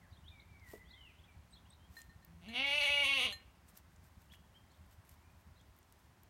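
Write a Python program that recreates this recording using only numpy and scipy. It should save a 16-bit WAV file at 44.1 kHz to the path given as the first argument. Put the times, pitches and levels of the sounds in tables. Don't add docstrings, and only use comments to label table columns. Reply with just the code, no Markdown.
import sys
import numpy as np
from scipy import signal
from scipy.fft import rfft, irfft, next_fast_len
from scipy.io import wavfile
from scipy.ndimage import uniform_filter1d

SR = 44100
rng = np.random.default_rng(int(sys.argv[2]) if len(sys.argv) > 2 else 0)


def to_wav(s):
    ch = np.atleast_2d(s).T
    pcm = np.round(np.clip(ch, -1, 1) * 32767)
    wavfile.write(sys.argv[1], SR, pcm.astype(np.int16))


N = 277389
TIME = np.arange(N) / SR


def from_db(db):
    return 10 ** (np.asarray(db) / 20)


def rms_one(x):
    return x / np.sqrt(np.mean(x ** 2) + 1e-20)


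def in_time(rows):
    s, *columns = np.transpose(rows)
    return [np.interp(TIME, s, column) for column in columns]


def swell(s, half):
    return np.exp(-.5 * ((TIME - s) / half) ** 2)


def cut(x, hz, kind, order=2):
    sections = signal.butter(order, min(hz, .45 * SR), kind, fs=SR, output="sos")
    return signal.sosfilt(sections, x + 1e-18)


def skirt(x, hz, kind, order=2):
    forward = cut(x, hz, kind, order=order)
    return cut(forward[::-1], hz, kind, order=order)[::-1]


def notch(x, hz, sharpness=8):
    b, a = signal.iirnotch(hz, sharpness, fs=SR)
    return signal.lfilter(b, a, x)


def drift(rate_hz):
    return rms_one(cut(rng.standard_normal(N), rate_hz, "low"))


def noise(spectrum):
    hz, db = np.transpose(spectrum)
    size = next_fast_len(N, real=True)
    log_hz = np.log(np.fft.rfftfreq(size, 1 / SR) + 1)
    gain = from_db(np.interp(log_hz, np.log(hz), db))
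    white = rng.standard_normal(size)
    return rms_one(irfft(rfft(white) * gain, size)[:N])


def resonate(x, modes, flutter_db=None, alternate=True):
    out = 0
    for k, (hz, width, db) in enumerate(modes):
        r = np.exp(-np.pi * width / SR)
        poles = [1, -2 * r * np.cos(2 * np.pi * hz / SR), r * r]
        gain = from_db(db + flutter_db * drift(26.0) if flutter_db else db)
        sign = (-1) ** k if alternate else 1
        ringing = signal.lfilter([1, 0, -1], poles, x + 1e-18) * (1 - r * r) / 2
        out = out + sign * gain * ringing
    return out


def strike(blows, modes):
    s, blow_db, upper_db = np.transpose(blows)
    out = 0
    for k, (hz, db, t60) in enumerate(modes):
        clicks = np.full(N, 1e-18)
        clicks[(s * SR).astype(int)] = from_db(blow_db + db + upper_db * (k > 0))
        r, w = np.exp(-np.log(1000) / (t60 * SR)), 2 * np.pi * hz / SR
        out = out + signal.lfilter([0, np.sin(w)], [1, -2 * r * np.cos(w), r * r], clicks)
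    return out


def even(x, size=900):
    power = uniform_filter1d(uniform_filter1d(x * x, size), size)
    return x / np.sqrt(np.abs(power) + 1e-9 * np.mean(x * x))


# frequency in Hz, relative density in dB per Hz.
RUMBLE_COLOUR = [(12, -84), (20, -17.5), (50, -6.5), (75, 3), (96, -2), (140, -13.5), (173, -8),
                 (224, -16.5), (274, -27.5), (330, -30), (430, -67), (730, -120)]
HISS_COLOUR = [(150, -26.5), (250, 1), (308, -4.5), (360, -2), (393, -5.5), (429, -5.5), (476, -9),
               (576, -5), (1060, -3), (1160, -6.5), (2020, -8.5), (2280, -12), (3520, -16), (14400, -24.5),
               (16000, -22)]
# time in seconds, level in dB.
RUMBLE_LEVEL = [(0, -62), (3.3, -60.5), (3.7, -65), (4.2, -60.5), (6.29, -66.5)]
HISS_DB = -70


def air(lumpy_db=3.5):
    rumble_db, = in_time(RUMBLE_LEVEL)
    lumpy = rms_one(noise(RUMBLE_COLOUR) * from_db(lumpy_db * drift(23.3)))
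    return from_db(rumble_db) * lumpy + from_db(HISS_DB) * noise(HISS_COLOUR)


# start in seconds, level in dB before flicker and warble.
CHIRPS = [(0.109, -70), (0.887, -64.5), (1.516, -66), (4.695, -76.5), (5.544, -71)]
CHIRP_S, CHIRP_FROM_HZ, CHIRP_TO_HZ = .078, 4400, 3210
WARBLE_PER_S, WARBLE_DEPTH_HZ = 30, 352
# start in seconds, length in seconds, middle pitch in Hz, level in dB before flicker.
FLICKS = [(0.277, 0.019, 3750, -57), (0.398, 0.011, 3920, -61.5), (0.841, 0.065, 3350, -71),
          (1.183, 0.02, 3250, -65.5), (1.236, 0.021, 3450, -69), (1.653, 0.027, 3130, -69),
          (1.704, 0.021, 3800, -66), (1.726, 0.014, 3900, -59.5)]
FLICK_RISE_HZ = 800
# start in seconds, length in seconds, start pitch in Hz,
# end pitch in Hz, arch of the pitch between them in Hz, level in dB before flicker.
WHISTLES = [(.01, 0.061, 2217, 1570, -27, -69.5), (0.236, .1, 2830, 3610, 198.5, -65.5),
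            (0.303, 0.13, 2400, 2054, 63, -66), (0.479, 0.11, 2400, 2136, 26, -67.5),
            (0.611, 0.11, 2173, 1890, -56.5, -63), (0.731, 0.11, 1963, 2083, -45.5, -61.5),
            (0.903, 0.093, 2000, 2205, -50, -67), (0.965, 0.16, 3150, 2174, 237, -62),
            (1.278, 0.051, 2404, 2234, 15, -65), (1.504, .036, 8200, 8040, 6, -72),
            (1.701, 0.0086, 8200, 8300, 5, -60.5), (1.781, 0.097, 3100, 3410, -104, -74.5),
            (4.294, 0.07, 2520, 2660, 788, -65.5), (4.54, 0.052, 2870, 3070, 220, -63.5),
            (5.148, .18, 2117, 2485, 55, -78.5)]
PITCH_WAVER, FLICKER_DB = 0.0085, 2.8


def birds():
    out = np.zeros(N)
    unsteady = 1 + PITCH_WAVER * drift(120)
    warble_phase = 2 * np.pi * np.cumsum(WARBLE_PER_S * (1 + 0.17 * drift(37))) / SR

    def add(s, length, start_hz, end_hz, arch_hz, db, depth_hz=0):
        u = np.linspace(0, 1, int(length * SR))
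        at = max(int(s * SR), 0) + np.arange(len(u))
        arch = 4 * u * (1 - u)
        glide_hz = start_hz + (end_hz - start_hz) * u + arch_hz * arch
        hz = glide_hz * unsteady[at] + depth_hz * np.sin(warble_phase[at])
        broken = 1 + np.tanh(depth_hz / 550) * np.cos(warble_phase[at])
        tone = np.sin(2 * np.pi * np.cumsum(hz) / SR)
        out[at] += from_db(db) * broken * np.sqrt(arch) * tone

    for s, db in CHIRPS:
        add(s, CHIRP_S, CHIRP_FROM_HZ, CHIRP_TO_HZ, 0, db, WARBLE_DEPTH_HZ)
    for s, length, hz, db in FLICKS:
        add(s, length, hz - FLICK_RISE_HZ / 2, hz + FLICK_RISE_HZ / 2, 0, db)
    for whistle in WHISTLES:
        add(*whistle)
    return out * from_db(FLICKER_DB * drift(46))


JOSTLE_FROM_S, JOSTLE_TO_S = 3.9, 6.1
SHUFFLE_DB, SHUFFLE_SWING_DB = -86.5, 4
# centre in seconds, half length in seconds, rms level in dB at the centre.
SLIDES = [(0.723, 0.042, -62.5), (1.982, 0.041, -64), (3.694, 0.015, -66.5), (3.774, 0.018, -63.5),
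          (4.062, 0.022, -72), (4.227, 0.021, -73.5), (4.338, 0.012, -64), (4.927, 0.016, -70.5),
          (5.11, 0.033, -70)]
# frequency in Hz, relative density in dB per Hz.
SAND_COLOUR = [(200, -16), (700, -1), (2000, 1), (4500, -2), (6500, -0.5), (9000, 0.5), (10500, -6),
               (13000, 2.5), (16000, -4)]


def scuffs(grain_db=3.0):
    slide = sum(from_db(db) * swell(s, half) for s, half, db in SLIDES)
    jostling = (TIME > JOSTLE_FROM_S) * (TIME < JOSTLE_TO_S)
    shuffle = from_db(SHUFFLE_DB + SHUFFLE_SWING_DB * drift(18)) * jostling
    grains = rms_one(noise(SAND_COLOUR) * from_db(grain_db * drift(170)))
    return np.hypot(slide, shuffle) * grains


# start in seconds, peak level in dB, centre frequency in Hz.
SNAPS = [(0.597, -59, 5200), (2.017, -45, 7600), (2.2485, -45.5, 14660), (3.688, -52.5, 9500),
         (3.7736, -43.5, 12400), (4.321, -52, 3440), (4.337, -49, 1570), (4.344, -54, 3000),
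         (5.0928, -48, 11400), (5.788, -53, 14700), (5.924, -49.5, 12000), (6.2337, -49.5, 13400)]
GRIT_COUNT, GRIT_DB, GRIT_SPREAD_DB, GRIT_HZ = 10, -60, 2, 10000


def snaps(width_share=0.21, body_db=-11, splinter=0.26, splinter_s=0.0025):
    out = np.zeros(N + SR)
    t = np.arange(2048) / SR
    grit = []
    for _ in range(GRIT_COUNT):
        s = rng.uniform(JOSTLE_FROM_S, JOSTLE_TO_S)
        db = rng.normal(GRIT_DB, GRIT_SPREAD_DB)
        grit.append((s, db, GRIT_HZ * 2 ** rng.uniform(-0.55, 0.54)))
    for s, db, hz in SNAPS + grit:
        burst = (t == 0) + splinter * rng.standard_normal(len(t)) * np.exp(-t / splinter_s)
        tick = resonate(burst, [(hz, width_share * hz, 0), (1800, 2500, body_db)])
        start = int(s * SR)
        out[start:start + len(t)] += from_db(db) * tick / np.abs(tick).max()
    return out[:N]


# start in seconds, level in dB, lift of the upper modes in dB.
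HOOF_BLOWS = [(.7343, -53.5, 0), (.7375, -46, 0), (.757, -60, 0)]
# frequency in Hz, gain in dB, t60 in seconds.
MOUND_MODES = [(240, -18, 0.095), (440, 4, 0.066), (490, -6, 0.044), (636, -3.5, 0.035)]


def hoof_thud():
    return strike(HOOF_BLOWS, MOUND_MODES)


# start in seconds, level in dB, lift of the upper modes in dB (where the clapper lands).
BELL_STROKES = [(1.968, -50.5, -1.5), (2.095, -62, -5.5), (2.225, -67, -3), (2.4857, -58, 7.5),
                (2.664, -65, 17), (2.832, -50.5, 10.5), (3.325, -50.5, 11.5)]
# frequency in Hz, gain in dB, t60 in seconds.
BELL_MODES = [(1824, 1, 0.25), (4140, -2.5, 0.17), (6480, -16.5, 0.12), (7460, -15, 0.11),
              (8400, -32, 0.12), (10750, -19, 0.15), (11400, -19, 0.15), (13787, -24, 0.1)]


def collar_bell():
    return strike(BELL_STROKES, BELL_MODES)


# time in seconds, pitch in Hz before the catches.
PITCH = [(2.44, 168.4), (2.48, 218.4), (2.56, 251.8), (2.625, 275), (2.68, 285), (2.735, 291.1),
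         (2.765, 296.9), (2.92, 287.3), (3.03, 284.3), (3.08, 278.4), (3.15, 273.4), (3.255, 259.6),
         (3.28, 224.7), (3.32, 194.4)]
# time in seconds, effort in dB.
EFFORT = [(2.39, -86), (2.435, -63.5), (2.525, -53.5), (2.565, -36.5), (2.68, -34), (2.83, -32.5),
          (3.12, -32.5), (3.255, -34), (3.32, -47.5)]
# centre in seconds, half length in seconds,
# added roughness from 0 to 1, pitch dip in Hz, treble lift in dB.
CATCHES = [(2.548, 0.022, 0.44, 5.7, 6), (2.688, 0.022, 0.15, 5, 3.5), (2.799, .01, 0.26, 11, 2.5),
           (2.854, 0.011, 0.43, 12.7, 5.5), (3.038, .013, 0.52, 15, 6.5), (3.195, 0.017, 0.58, 19.7, 3.5),
           (3.266, 0.011, 0.42, 17.6, -7)]
CATCH_LAG_S = 0.01667
FULL_EFFORT_DB = -31
ROUGH_CLEAR, ROUGH_WEAK, WEAK_BELOW_DB = 0.088, .7, 25
EDGE_DB, EDGE_FOLLOWS = -56, 0.48
PRESS_FROM_S, PRESS_S, UNPRESSED_DB = 2.656, 0.1, -10


def larynx():
    (pitch,), (effort_db,) = in_time(PITCH), in_time(EFFORT)
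    slack_db = effort_db - FULL_EFFORT_DB
    rough = ROUGH_CLEAR + ROUGH_WEAK * np.clip(-slack_db / WEAK_BELOW_DB, 0, 1)
    unpressed = np.clip(1 - (TIME - PRESS_FROM_S) / PRESS_S, 0, 1)
    edge_db = EDGE_DB + EDGE_FOLLOWS * slack_db + UNPRESSED_DB * unpressed
    for s, half, roughness, dip_hz, lift_db in CATCHES:
        answer = swell(s + CATCH_LAG_S, half)
        rough = rough + roughness * swell(s, half)
        pitch = pitch - dip_hz * answer
        edge_db = edge_db + lift_db * answer
    return pitch, effort_db, np.clip(rough, 0, 1), edge_db


# time in seconds, rms level in dB.
HUM = [(2.28, -65), (2.45, -64), (2.485, -50), (2.61, -53.5), (2.71, -63.5), (2.97, -67.5), (3.06, -58),
       (3.28, -58), (3.315, -77)]
# time in seconds, jaw opening from 0 (half open) to 1 (wide open).
JAW = [(2.56, 0.02), (2.7, 0.01), (3.025, 0.01), (3.055, 0.36), (3.13, 0.03), (3.26, 0.94), (3.31, 0.03)]
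# frequency in Hz, width in Hz, gain in dB.
MOUTH_HALF = [(607, 147, 6.5), (792, 260, 4), (1550, 420, 0)]
MOUTH_WIDE = [(530, 330, 12.5), (814, 55.7, 6), (1095, 41, 24), (1760, 150, 12)]
# frequency in Hz, width in Hz, gain in dB.
THROAT_RELAXED = [(2100, 24, -1), (2256, 108, 15), (2673, 190, 10.5), (2841, 150, 8.5), (3315, 50, 5),
                  (3750, 320, -7), (4320, 480, -4), (5000, 490, -3)]
THROAT_NARROW = [(2400, 190, -1), (2920, 200, 8.5), (3280, 270, 7), (3640, 260, -0.5), (4450, 170, -16)]
EDGE = [(5570, 170, -0.5), (6360, 370, 0), (9000, 650, -3.5), (9650, 200, 0), (10150, 230, -7),
        (11400, 1900, -13.5), (13800, 1600, -15.5)]
TOP_PITCH_HZ, NARROW_AT_TOP, NARROW_PER_HZ = 281.4, 0.18, 0.0099
OPENS_S, NARROW_SHUT = 2.54, 0.3
MOUTH_DB, MOUTH_FOLLOWS = -46, 0.75
EDGE_JAW_DB = 6


def bleat(jitter=0.0296, shimmer_db=2.0, edge_rasp=1.0, mouth_rasp=0.16, flutter_db=4.5,
          half_notch_hz=5120, wide_notch_hz=5350):
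    pitch, effort_db, rough, edge_db = larynx()
    (hum_db,), (jaw,) = in_time(HUM), np.clip(in_time(JAW), 0, 1)
    narrow = np.clip(NARROW_AT_TOP + NARROW_PER_HZ * (TOP_PITCH_HZ - pitch), 0, 1)
    narrow = narrow * np.where(TIME < OPENS_S, NARROW_SHUT, 1)
    mouth_db = MOUTH_DB + MOUTH_FOLLOWS * (effort_db - FULL_EFFORT_DB)

    phase = 2 * np.pi * np.cumsum(pitch * (1 + jitter * rough * drift(139.5))) / SR
    offset = SR * np.angle(np.exp(1j * phase)) / (2 * np.pi * pitch)
    pulses = -rms_one(np.sinc(.8 * offset) * np.exp(-(offset / 8) ** 2))
    pulses = pulses * from_db(shimmer_db * rough * drift(360))
    puffs = np.exp(2 * np.cos(phase - .5))
    turbulence = rms_one(rng.standard_normal(N) * puffs)

    source = pulses + .4 * rough * turbulence
    relaxed = resonate(source, THROAT_RELAXED, flutter_db, alternate=False)
    narrowed = resonate(source, THROAT_NARROW, alternate=False)
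    throat = (1 - narrow) * relaxed + narrow * narrowed
    throat = skirt(skirt(throat, 2035, "high", order=4), 4100, "low", order=3)

    source = pulses + mouth_rasp * rough * turbulence
    mouth = (1 - jaw) * resonate(source, MOUTH_HALF) + jaw * resonate(source, MOUTH_WIDE)
    mouth = skirt(cut(mouth, 325, "high", order=4), 1560, "low", order=3)

    source = pulses + (0.24 + edge_rasp * rough) * turbulence
    edge = skirt(resonate(source, EDGE), 5500, "high", order=4)

    voice = from_db(effort_db) * even(throat) + from_db(mouth_db) * even(mouth)
    voice = voice + from_db(edge_db + EDGE_JAW_DB * jaw) * even(edge)
    voice = (1 - jaw) * notch(voice, half_notch_hz) + jaw * notch(voice, wide_notch_hz)
    hum = from_db(hum_db) * (np.sin(phase) + from_db(-16) * np.sin(2 * phase))
    sounding = np.interp(TIME, [2.24, 2.28, 3.322, 3.33], [0, 1, 1, 0])
    return sounding * (voice + np.sqrt(2) * hum)


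# delay in seconds, level in dB.
ECHOES = [(.0104, -20.5), (.0189, -8), (.0316, -19.5)]


def yard(x, tail_db, t60):
    echoes = sum(from_db(db) * np.interp(TIME - delay, TIME, x, left=0) for delay, db in ECHOES)
    tail = (cut(rng.standard_normal(N), 2100, "low") * np.exp(-np.log(1000) * TIME / t60))[:SR]
    tail = from_db(tail_db) * tail / np.linalg.norm(tail)
    return x + cut(echoes, 12000, "low", order=1) + signal.fftconvolve(x, tail)[:N]


def scene():
    far_birds = yard(birds(), tail_db=-10.0, t60=1.0)
    underfoot = scuffs() + snaps()
    lamb = yard(hoof_thud() + bleat(), tail_db=-26.5, t60=0.7)
    mix = air() + far_birds + underfoot + collar_bell() + lamb
    return mix[None]


def record(dry):
    cutoff_hz = 15900
    thin = cut(dry, 39, "high", order=3)
    return signal.sosfilt(signal.ellip(10, .1, 70, cutoff_hz, fs=SR, output="sos"), thin)


dry = scene()
out = record(dry)
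to_wav(out)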